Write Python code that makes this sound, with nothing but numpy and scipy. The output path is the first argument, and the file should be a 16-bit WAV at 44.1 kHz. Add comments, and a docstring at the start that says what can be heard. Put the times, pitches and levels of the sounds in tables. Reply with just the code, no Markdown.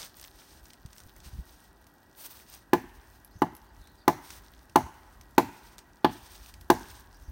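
"""Dry leaves rustle and twigs tick as a man steps up to a felled trunk; then he chops it seven times.
Each blow is a short noisy bite of the hatchet blade plus fading tones: the hollow knock of the log and a chip.
Delayed copies answer from ground, house and trees, and fading noise stands for the forest edge.
Leaves are noise and tiny clicks, low thuds are sinking tones, and far birds are warbled tones.
Light wind at the microphone and a distant hush are shaped noise."""
import sys
import numpy as np
from scipy import signal
from scipy.fft import rfft, irfft, next_fast_len
from scipy.io import wavfile
from scipy.ndimage import map_coordinates

SR = 44100
rng = np.random.default_rng(int(sys.argv[2]) if len(sys.argv) > 2 else 0)


def put_to_file(sound):
    """Save the sound as 16-bit audio at rate SR, in the file named by the first command-line argument."""
    columns = np.atleast_2d(sound).T  # one column per channel
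    safe = np.clip(columns, -1, 1)
    whole_steps = np.round(safe * 32767)
    wavfile.write(sys.argv[1], SR, whole_steps.astype(np.int16))


N = 322371  # length in samples, about 7.3 s

# delays of the two nearest reflections (s)
GROUND_S, SHED_S = 0.0059, 0.0174
# tone colour that branches give to scattered sound: pitch_hz [Hz], level_db [dB]
BRANCH_TONE = [(100, 19.5), (350, -5.5), (520, -25.5), (860, -7), (1200, -11.5), (2000, 5), (6000, 2),
               (14000, -8)]
# tone colour of the leaf sounds, with deep dips near 7.4 and 10.4 kHz: pitch_hz [Hz], relative level_db [dB per
# Hz]
LEAF_TONE = [(300, -9.5), (1000, -4.5), (2200, -8.5), (3500, -5), (6100, -3.5), (7400, -11), (8800, -1.5),
             (10400, -12), (12300, -4), (14200, -4), (16000, 0)]


def amp(db):
    """Gain of a level in dB."""
    return 10 ** (np.asarray(db) / 20)


def unit(x):
    """Scale x to an rms (average strength) of 1."""
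    return x / np.sqrt(np.mean(x ** 2) + 1e-20)


def along(points, hz):
    """Read (Hz, value) points at any pitch, on a log pitch axis."""
    point_hz, value = np.transpose(points)
    return np.interp(np.log(hz + 1), np.log(point_hz + 1), value)


def curve(rows):
    """Turn (s, value) rows into one value per sample."""
    return np.interp(np.arange(N) / SR, *np.transpose(rows))


def wobble(rate):
    """A smooth random curve with `rate` random points a second."""
    points = rng.standard_normal(int(N * rate / SR) + 4)
    return map_coordinates(points, [np.arange(N) * rate / SR])


def filtered(x, response):
    """Multiply the spectrum of x by a response that depends on frequency."""
    size = next_fast_len(len(x) + SR // 2)  # spare room, so the end does not wrap to the start
    spectrum = rfft(x, size) * response(np.fft.rfftfreq(size, 1 / SR))
    return irfft(spectrum, size)[:len(x)]


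def coloured(x, spectrum):
    """Shape x with a (Hz, dB) spectrum."""
    return filtered(x, lambda hz: amp(along(spectrum, hz)))


def noise(spectrum, size):
    """Noise of rms 1 with the given spectrum."""
    return unit(coloured(rng.standard_normal(size), spectrum))


def add(track, s, sound):
    """Mix a sound into the track from time s."""
    start = max(round(s * SR), 0)
    track[start:start + len(sound)] += sound[:max(N - start, 0)]


def hatchet(bass_hz=100):
    """Each blow rings the log and a chip, splits fibres and cracks at the blade."""
    # hatchet blows: start_s [s], knock_db [dB], ring_db [dB], split_db [dB], crack_db [dB],
    # knock tilt_db [dB per octave], chip_hz [Hz], chip_db [dB]
    blows = [(2.7316, -7, -12, -20.5, -26, 3, 1500, -25),
             (3.4187, -11.5, -13, -29.5, -35.5, -13, 2980, -30.5),
             (4.078, -6.5, -8, -20.5, -22, -5.5, 1937, -20), (4.7574, -10, -6.5, -21, -23, -7.5, 2827, -27),
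             (5.3796, -7.5, -9, -16.5, -21, 6, 2570, -25), (6.0450, -8.5, -12.5, -18, -35, -7, 1445, -16),
             (6.7002, -6.5, -8, -18, -20.5, 7, 1596, -12)]
    # fibres splitting in the cut: pitch_hz [Hz], relative level_db [dB per Hz]
    fibre_tone = [(150, -26), (380, -23), (520, -46.5), (700, 8.5), (1200, 2), (2000, -2.5), (2400, -7.5),
                  (3000, -9.5), (4500, -10), (5400, -21.5), (16000, -66)]
    # crack of the blade: pitch_hz [Hz], relative level_db [dB per Hz]
    crack_tone = [(1500, -21.5), (3000, -18), (4400, -7), (5800, 8), (7200, 1.5), (9000, 1), (10500, 3),
                  (12200, 1), (14200, 7), (16000, 3.5)]
    track, t = np.zeros(N), np.arange(SR) / SR
    # a slim trunk moves little air in the deep bass
    radiation = signal.butter(2, bass_hz, "highpass", fs=SR, output="sos")
    for s, knock_db, ring_db, split_db, crack_db, tilt_db, chip_hz, chip_db in blows:
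        ring = signal.sosfilt(radiation, log_ring(t, knock_db, ring_db, tilt_db))
        chip_ring = amp(chip_db) * chip(t, chip_hz)
        split_bite = bite(t, start=0.0004, length=0.004, t60=0.053, after_db=0.5)
        split = amp(split_db) * noise(fibre_tone, size=SR) * split_bite
        crack_bite = bite(t, start=0.0022, length=0.0026, t60=0.15, after_db=-13.5)
        crack = amp(crack_db) * noise(crack_tone, size=SR) * crack_bite
        add(track, s, yard(ring + chip_ring + split + crack))
    return track


def log_ring(t, knock_db, ring_db, tilt_db, attack=0.0022):
    """The trunk's own tones (modes); every blow lands on a new spot and weights them anew."""
    # pitches of the trunk's modes: pitch_hz [Hz]
    mode_hz = [166, 238, 290, 350, 466, 606, 678, 755, 860, 915, 1008, 1135, 1510, 1720, 1937, 2850, 4330]
    # strength and fading of each mode: level_db [dB], t60_s, time to fall by 60 dB [s]
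    mode_rows = [(-14, 0.081), (-16.5, 0.072), (4, 0.036), (-1, 0.054), (-17, 0.1), (-19.5, 0.15),
                 (-10, 0.075), (-15, 0.14), (-1, 0.063), (6, 0.034), (-2, 0.054), (-3, 0.03), (-6.5, 0.014),
                 (-16.5, 0.059), (-12, 0.022), (-22, 0.034), (-14, 0.015)]
    hz = np.array(mode_hz)[:, None]
    db, t60 = np.transpose(mode_rows)[:, :, None]
    # random spread of each mode: 1.2 dB in level, 0.4 percent in pitch
    chance = rng.standard_normal((len(mode_rows), 2, 1)) * [[1.2], [0.004]]
    hollow_db = knock_db + tilt_db * np.log2(np.maximum(hz, 270) / 310)
    # low modes make the hollow knock, high ones the woody ring
    level = db + np.where(hz < 550, hollow_db, ring_db) + chance[:, 0]
    modes = amp(level - 60 * t / t60) * np.sin(2 * np.pi * hz * (1 + chance[:, 1]) * t)
    return modes.sum(axis=0) * (1 - np.exp(-(t / attack) ** 2))


def chip(t, hz, t60=0.032, attack=0.002):
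    """The chip that the blade levers loose rings briefly at a pitch of its own."""
    return np.sin(2 * np.pi * hz * t) * amp(-60 * t / t60) * (1 - np.exp(-t / attack))


def bite(t, start, length, t60, after_db):
    """Loudness of the blade sinking in: a few ms at full force, then fibres giving way."""
    sinking = np.exp(-((t - start - length / 2) / (length / 2)) ** 4)
    giving_way = amp(after_db - 60 * t / t60) * (1 - np.exp(-(t / length) ** 2))
    return sinking + giving_way


def yard(x, branch_db=-14, forest_db=-29):
    """One blow with its distinct echoes and the scatter from branches and forest."""
    # echoes from ground, house and trees: delay_s [s], level_db [dB], dull_hz, duller above [Hz]
    echo_rows = [(GROUND_S, -14, 3050), (SHED_S, -17.5, 2500), (0.048, -28, 13000), (0.068, -40.5, 5600),
                 (.107, -35.5, 6600), (0.11, -39.5, 2900)]
    # fading of the branch scatter: pitch_hz [Hz], t60_s [s]
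    branch_t60 = [(150, 0.2678), (900, 0.5349), (3000, 0.2), (12000, 0.67)]
    # fading of the forest-edge scatter: pitch_hz [Hz], t60_s [s]
    forest_t60 = [(150, .7), (1000, 1.92), (3000, 1.13), (10000, 1.3)]
    # tone colour of the forest-edge scatter: pitch_hz [Hz], level_db [dB]
    forest_tone = [(150, -6.5), (520, -4), (860, -3), (1200, 1.5), (1500, 7), (3000, 12.5), (6000, -9),
                   (14000, -6)]

    def echoes(hz):
        """Each echo is a delayed, quieter and duller copy."""
        return sum(amp(db) * np.exp(-2j * np.pi * hz * delay) / (1 + 1j * hz / dull_hz)
                   for delay, db, dull_hz in echo_rows)

    tail = amp(branch_db) * scatter(branch_t60, BRANCH_TONE, build=0.021)
    tail = tail + amp(forest_db) * scatter(forest_t60, forest_tone, build=0.019)
    return x + filtered(x, echoes) + diffused(x, tail)


def scatter(t60, colour, build):
    """A noise tail that builds up and fades at its own speed at each pitch, then gets its tone colour."""
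    hz, t, bands = signal.stft(rng.standard_normal(SR), SR, nperseg=256)
    fading = amp(-60 * t / along(t60, hz)[:, None])
    tail = signal.istft(bands * fading, SR, nperseg=256)[1][:SR]
    tail = tail * (1 - np.exp(-(np.arange(len(tail)) / SR / build) ** 2))
    return coloured(tail / np.linalg.norm(tail), colour)


def diffused(x, tail, width=0.079):
    """Scatter from countless paths keeps only the broad colour of x."""
    power = np.abs(rfft(x, len(tail))) ** 2
    bins, total = np.arange(len(power)), np.cumsum(power)
    # average the power over a span that widens with pitch
    reach = width * bins + 1
    above, below = np.interp(bins + reach, bins, total), np.interp(bins - reach, bins, total)
    broad = (above - below) / (2 * reach)
    return filtered(tail, lambda hz: np.sqrt(np.abs(np.interp(hz * len(tail) / SR, bins, broad))))


def leaves(flutter_db=2.5, top_hz=9500):
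    """Light treading crackles; under a harder drag the fractures merge into a hiss."""
    # a foot presses or drags through leaves: start_s [s], length_s [s], hiss_db [dB],
    # top_db, treble relative to the hiss [dB], crackle_db [dB]
    footfalls = [(0, 0.028, -38, -11, -49), (0.165, 0.098, -54, -3, -55.5), (0.346, 0.23, -53, -9, -63.5),
                 (0.62, 0.08, -61, -4, -59), (0.91, 0.26, -63.5, 0, -63), (1.251, 0.037, -48.5, -10, -66),
                 (1.352, 0.292, -57.5, -5, -65.5), (2.212, 0.08, -43.5, 3, -61),
                 (2.335, 0.071, -51.5, -1, -59), (2.503, .06, -50, -5, -56.5), (2.86, 0.32, -62.5, -2, -72),
                 (3.62, .32, -72, -9, -74), (4.25, .11, -47, -4, -71), (4.41, 0.18, -61.5, -6, -63),
                 (4.942, 0.2, -61.5, -3, -73), (5.537, 0.19, -55.5, -7, -73), (6.114, .37, -50.5, -6, -63),
                 (6.788, 0.21, -52.5, -9, -60.5), (7.036, 0.42, -67, -17, -68)]
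    stir_hiss_db, stir_crackle_db = -72, -70.5  # leaves stirring between the footfalls
    hiss = noise(LEAF_TONE, size=N)
    top = filtered(hiss, lambda hz: 1 / (1 + (top_hz / (hz + 1)) ** 6))
    low_gain, top_gain, crackle_gain = amp(stir_hiss_db), amp(stir_hiss_db), amp(stir_crackle_db)
    for s, length, hiss_db, top_db, crackle_db in footfalls:
        weight = pressure(s, length)
        low_gain = np.maximum(low_gain, amp(hiss_db) * weight)
        top_gain = np.maximum(top_gain, amp(hiss_db + top_db) * weight)
        crackle_gain = np.maximum(crackle_gain, amp(crackle_db) * weight)
    rustle = low_gain * (hiss - top) + top_gain * top
    return amp(flutter_db * wobble(45)) * rustle + crackle_gain * crackles()


def pressure(start, length, press_s=0.025, settle_s=0.04):
    """Leaves give way as the weight of a footfall comes on, and settle when it lifts."""
    t = np.arange(N) / SR
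    coming_on = np.minimum(t - start, 0) / press_s
    lifting = np.maximum(t - start - length, 0) / settle_s
    return np.exp(coming_on - lifting)


def crackles(rate=450, hz=7500, spread=0.9, spread_db=9.0):
    """Tiny fractures of dry leaves, `rate` a second, each dying within a cycle or two."""
    chance = rng.standard_normal((int(rate * N / SR), 2)).clip(-2, 2)
    starts = rng.integers(0, N, (len(chance), 1))
    n = np.arange(SR // 300)
    pitch = np.minimum(hz * np.exp(spread * chance[:, :1]), SR / 3)
    turns = pitch * n / SR  # cycles since the start of each fracture
    strength = np.sqrt(pitch) * amp(spread_db * chance[:, 1:])
    grains = strength * np.exp(-turns) * np.sin(2 * np.pi * turns)
    clicks = np.bincount((starts + n).ravel(), grains.ravel(), minlength=N)[:N]
    return unit(coloured(clicks, LEAF_TONE))


def twigs(snap_t60=0.014, settle_t60=0.15, settle_db=-15, body_db=-4, fizz_db=-6):
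    """Each larger twig gives a sharp snap of noise, then the leaves around it settle."""
    # twigs snapping: start_s [s], level_db [dB], top_db, treble relative to the level [dB]
    snaps = [(0.021, -38, -25), (0.2132, -43, 4), (0.2268, -43, -17), (0.2405, -36.5, -22),
             (0.6558, -43.5, -17), (0.7052, -45.5, -18), (0.7332, -42.5, -22), (0.861, -43.5, -19),
             (0.9305, -42, -25), (0.964, -47, -21), (0.9816, -39.5, -11), (1.0029, -42.5, -13),
             (1.164, -49.5, 2), (1.203, -46, -21), (1.868, -50, -2), (3.2475, -50, 10.5), (3.551, -49, 9),
             (3.5663, -50, 8), (3.8731, -46.5, -8), (4.3045, -34, -14), (4.6966, -48, -19.5),
             (5.2116, -43.5, -6), (5.7824, -38, -14), (5.7889, -39, -18), (6.4606, -42, -23),
             (6.5401, -40.5, -24), (6.611, -44.5, 0)]
    # tone colour of a snap: pitch_hz [Hz], relative level_db [dB per Hz]
    snap_tone = [(800, -5), (2200, 0), (4000, -0.5), (6000, 3.5), (7400, -4), (8700, 1.5), (10400, -12),
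                 (16000, -6)]
    fizz_tone = [(5000, -32.0), (8800, -16), (10400, -3), (13000, 2), (16000, -17)]  # (Hz, dB)
    track, t = np.zeros(N), np.arange(SR // 8) / SR
    fading = amp(-60 * t / snap_t60) + amp(settle_db - 60 * t / settle_t60)
    for s, db, top_db in snaps:
        body = amp(body_db) * noise(snap_tone, size=len(t))
        fizz = amp(top_db + fizz_db) * noise(fizz_tone, size=len(t))
        add(track, s, amp(db) * (body + fizz) * fading)
    return track


def thuds(sag=0.12, scuff_db=-10):
    """Soft low pushes of steps and air: a tone sinking in pitch, with a little low noise."""
    # low thuds: start_s [s], level_db [dB], pitch_hz that the tone sinks to [Hz], length_s [s]
    pushes = [(0.851, -34.5, 100, 0.012), (1.059, -38.5, 76.5, 0.012), (1.259, -40.5, 58.6, 0.045),
              (1.326, -36.5, 68.5, 0.055), (1.371, -33.5, 60, 0.063), (3.356, -35.5, 83, 0.019),
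              (4.831, -37.5, 68, 0.046), (7.279, -34.5, 62, 0.043)]
    scuff_tone = [(40, 0), (170, 0), (300, -20), (900, -36), (3000, -80)]  # (Hz, dB)
    track, t = np.zeros(N), np.arange(SR // 4) / SR
    for s, db, hz, length in pushes:
        u = 3 * t / length  # the swell is fullest at u = 1, a third of the way in
        phase = 2 * np.pi * np.cumsum(hz * (1 + sag * np.exp(-u))) / SR
        scuff = amp(scuff_db) * noise(scuff_tone, size=len(t))
        swell = u * np.exp((1 - u ** 2) / 2)
        add(track, s, amp(db) * swell * (np.sin(phase) + scuff))
    return track


def birds(syllable_db=3):
    """Thin, fast warbled notes, blurred by the trees they come through."""
    # far birds twittering: start_s [s], end_s [s], pitch_hz [Hz], level_db before the blur [dB]
    notes = [(3.29, 3.413, 5860, -65), (3.613, 3.723, 4400, -73), (3.754, 3.957, 3880, -68),
             (3.966, 4.025, 4520, -63.5), (7.133, 7.155, 5800, -60), (7.189, 7.32, 5600, -66.5)]
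    song = np.zeros(N)
    for start, end, hz, db in notes:
        size = int(max(end - start, 0.01) * SR)
        warble = 1 + 0.12 * wobble(160)[:size]
        note = np.sqrt(np.hanning(size)) * np.sin(2 * np.pi * np.cumsum(hz * warble) / SR)
        add(song, start, amp(db + syllable_db * wobble(48)[:size]) * note)
    trees = scatter([(4000, 0.12)], BRANCH_TONE, build=0.003)
    return signal.fftconvolve(song, trees)[:N]


def outdoors(lumps_db=3, gusts_db=1, air_db=-61.5):
    """A steady distant hush, and wind that buffets the microphone in slow gusts and quick lumps."""
    # strength of the light breeze: time_s [s], buffet level_db before gusts and lumps [dB]
    breeze = [(0, -65.5), (1.25, -56.5), (1.9, -69), (2.6, -64.5), (3.6, -56), (5.9, -63), (6.55, -50.5),
              (7.3, -54.5)]
    # tone colour of the wind buffeting: pitch_hz [Hz], relative level_db [dB per Hz]
    buffet_tone = [(20, -37), (45, 3.5), (65, -1), (105, -10), (200, -23.5), (400, -43)]
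    # tone colour of the distant hush: pitch_hz [Hz], relative level_db [dB per Hz]
    hush_tone = [(59, -38), (100, -7), (271, -4), (398, -5.5), (433, -13.5), (872, -7.5), (1170, -14.5),
                 (1650, -9), (1810, -19.5), (1925, -6), (2020, -34), (2270, -25), (5420, -29.5),
                 (6990, -35), (13200, -42), (16000, -39.5)]
    wind_db = curve(breeze) + gusts_db * wobble(2.8) + lumps_db * wobble(22)
    return amp(wind_db) * noise(buffet_tone, size=N) + amp(air_db) * noise(hush_tone, size=N)


def scene():
    """Everything heard in the yard, as one channel."""
    return (hatchet() + leaves() + twigs() + thuds() + birds() + outdoors())[None]


def record(dry, ceiling=0.72, top_hz=15950):
    """The recorder rounds off the highest peaks and ends steeply at its band limit."""
    rounded = dry[0] / (1 + np.abs(dry[0] / ceiling) ** 6) ** (1 / 6)
    return filtered(rounded, lambda hz: 1 / np.sqrt(1 + (hz / top_hz) ** 160))[None]


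dry = scene()
out = record(dry)
put_to_file(out)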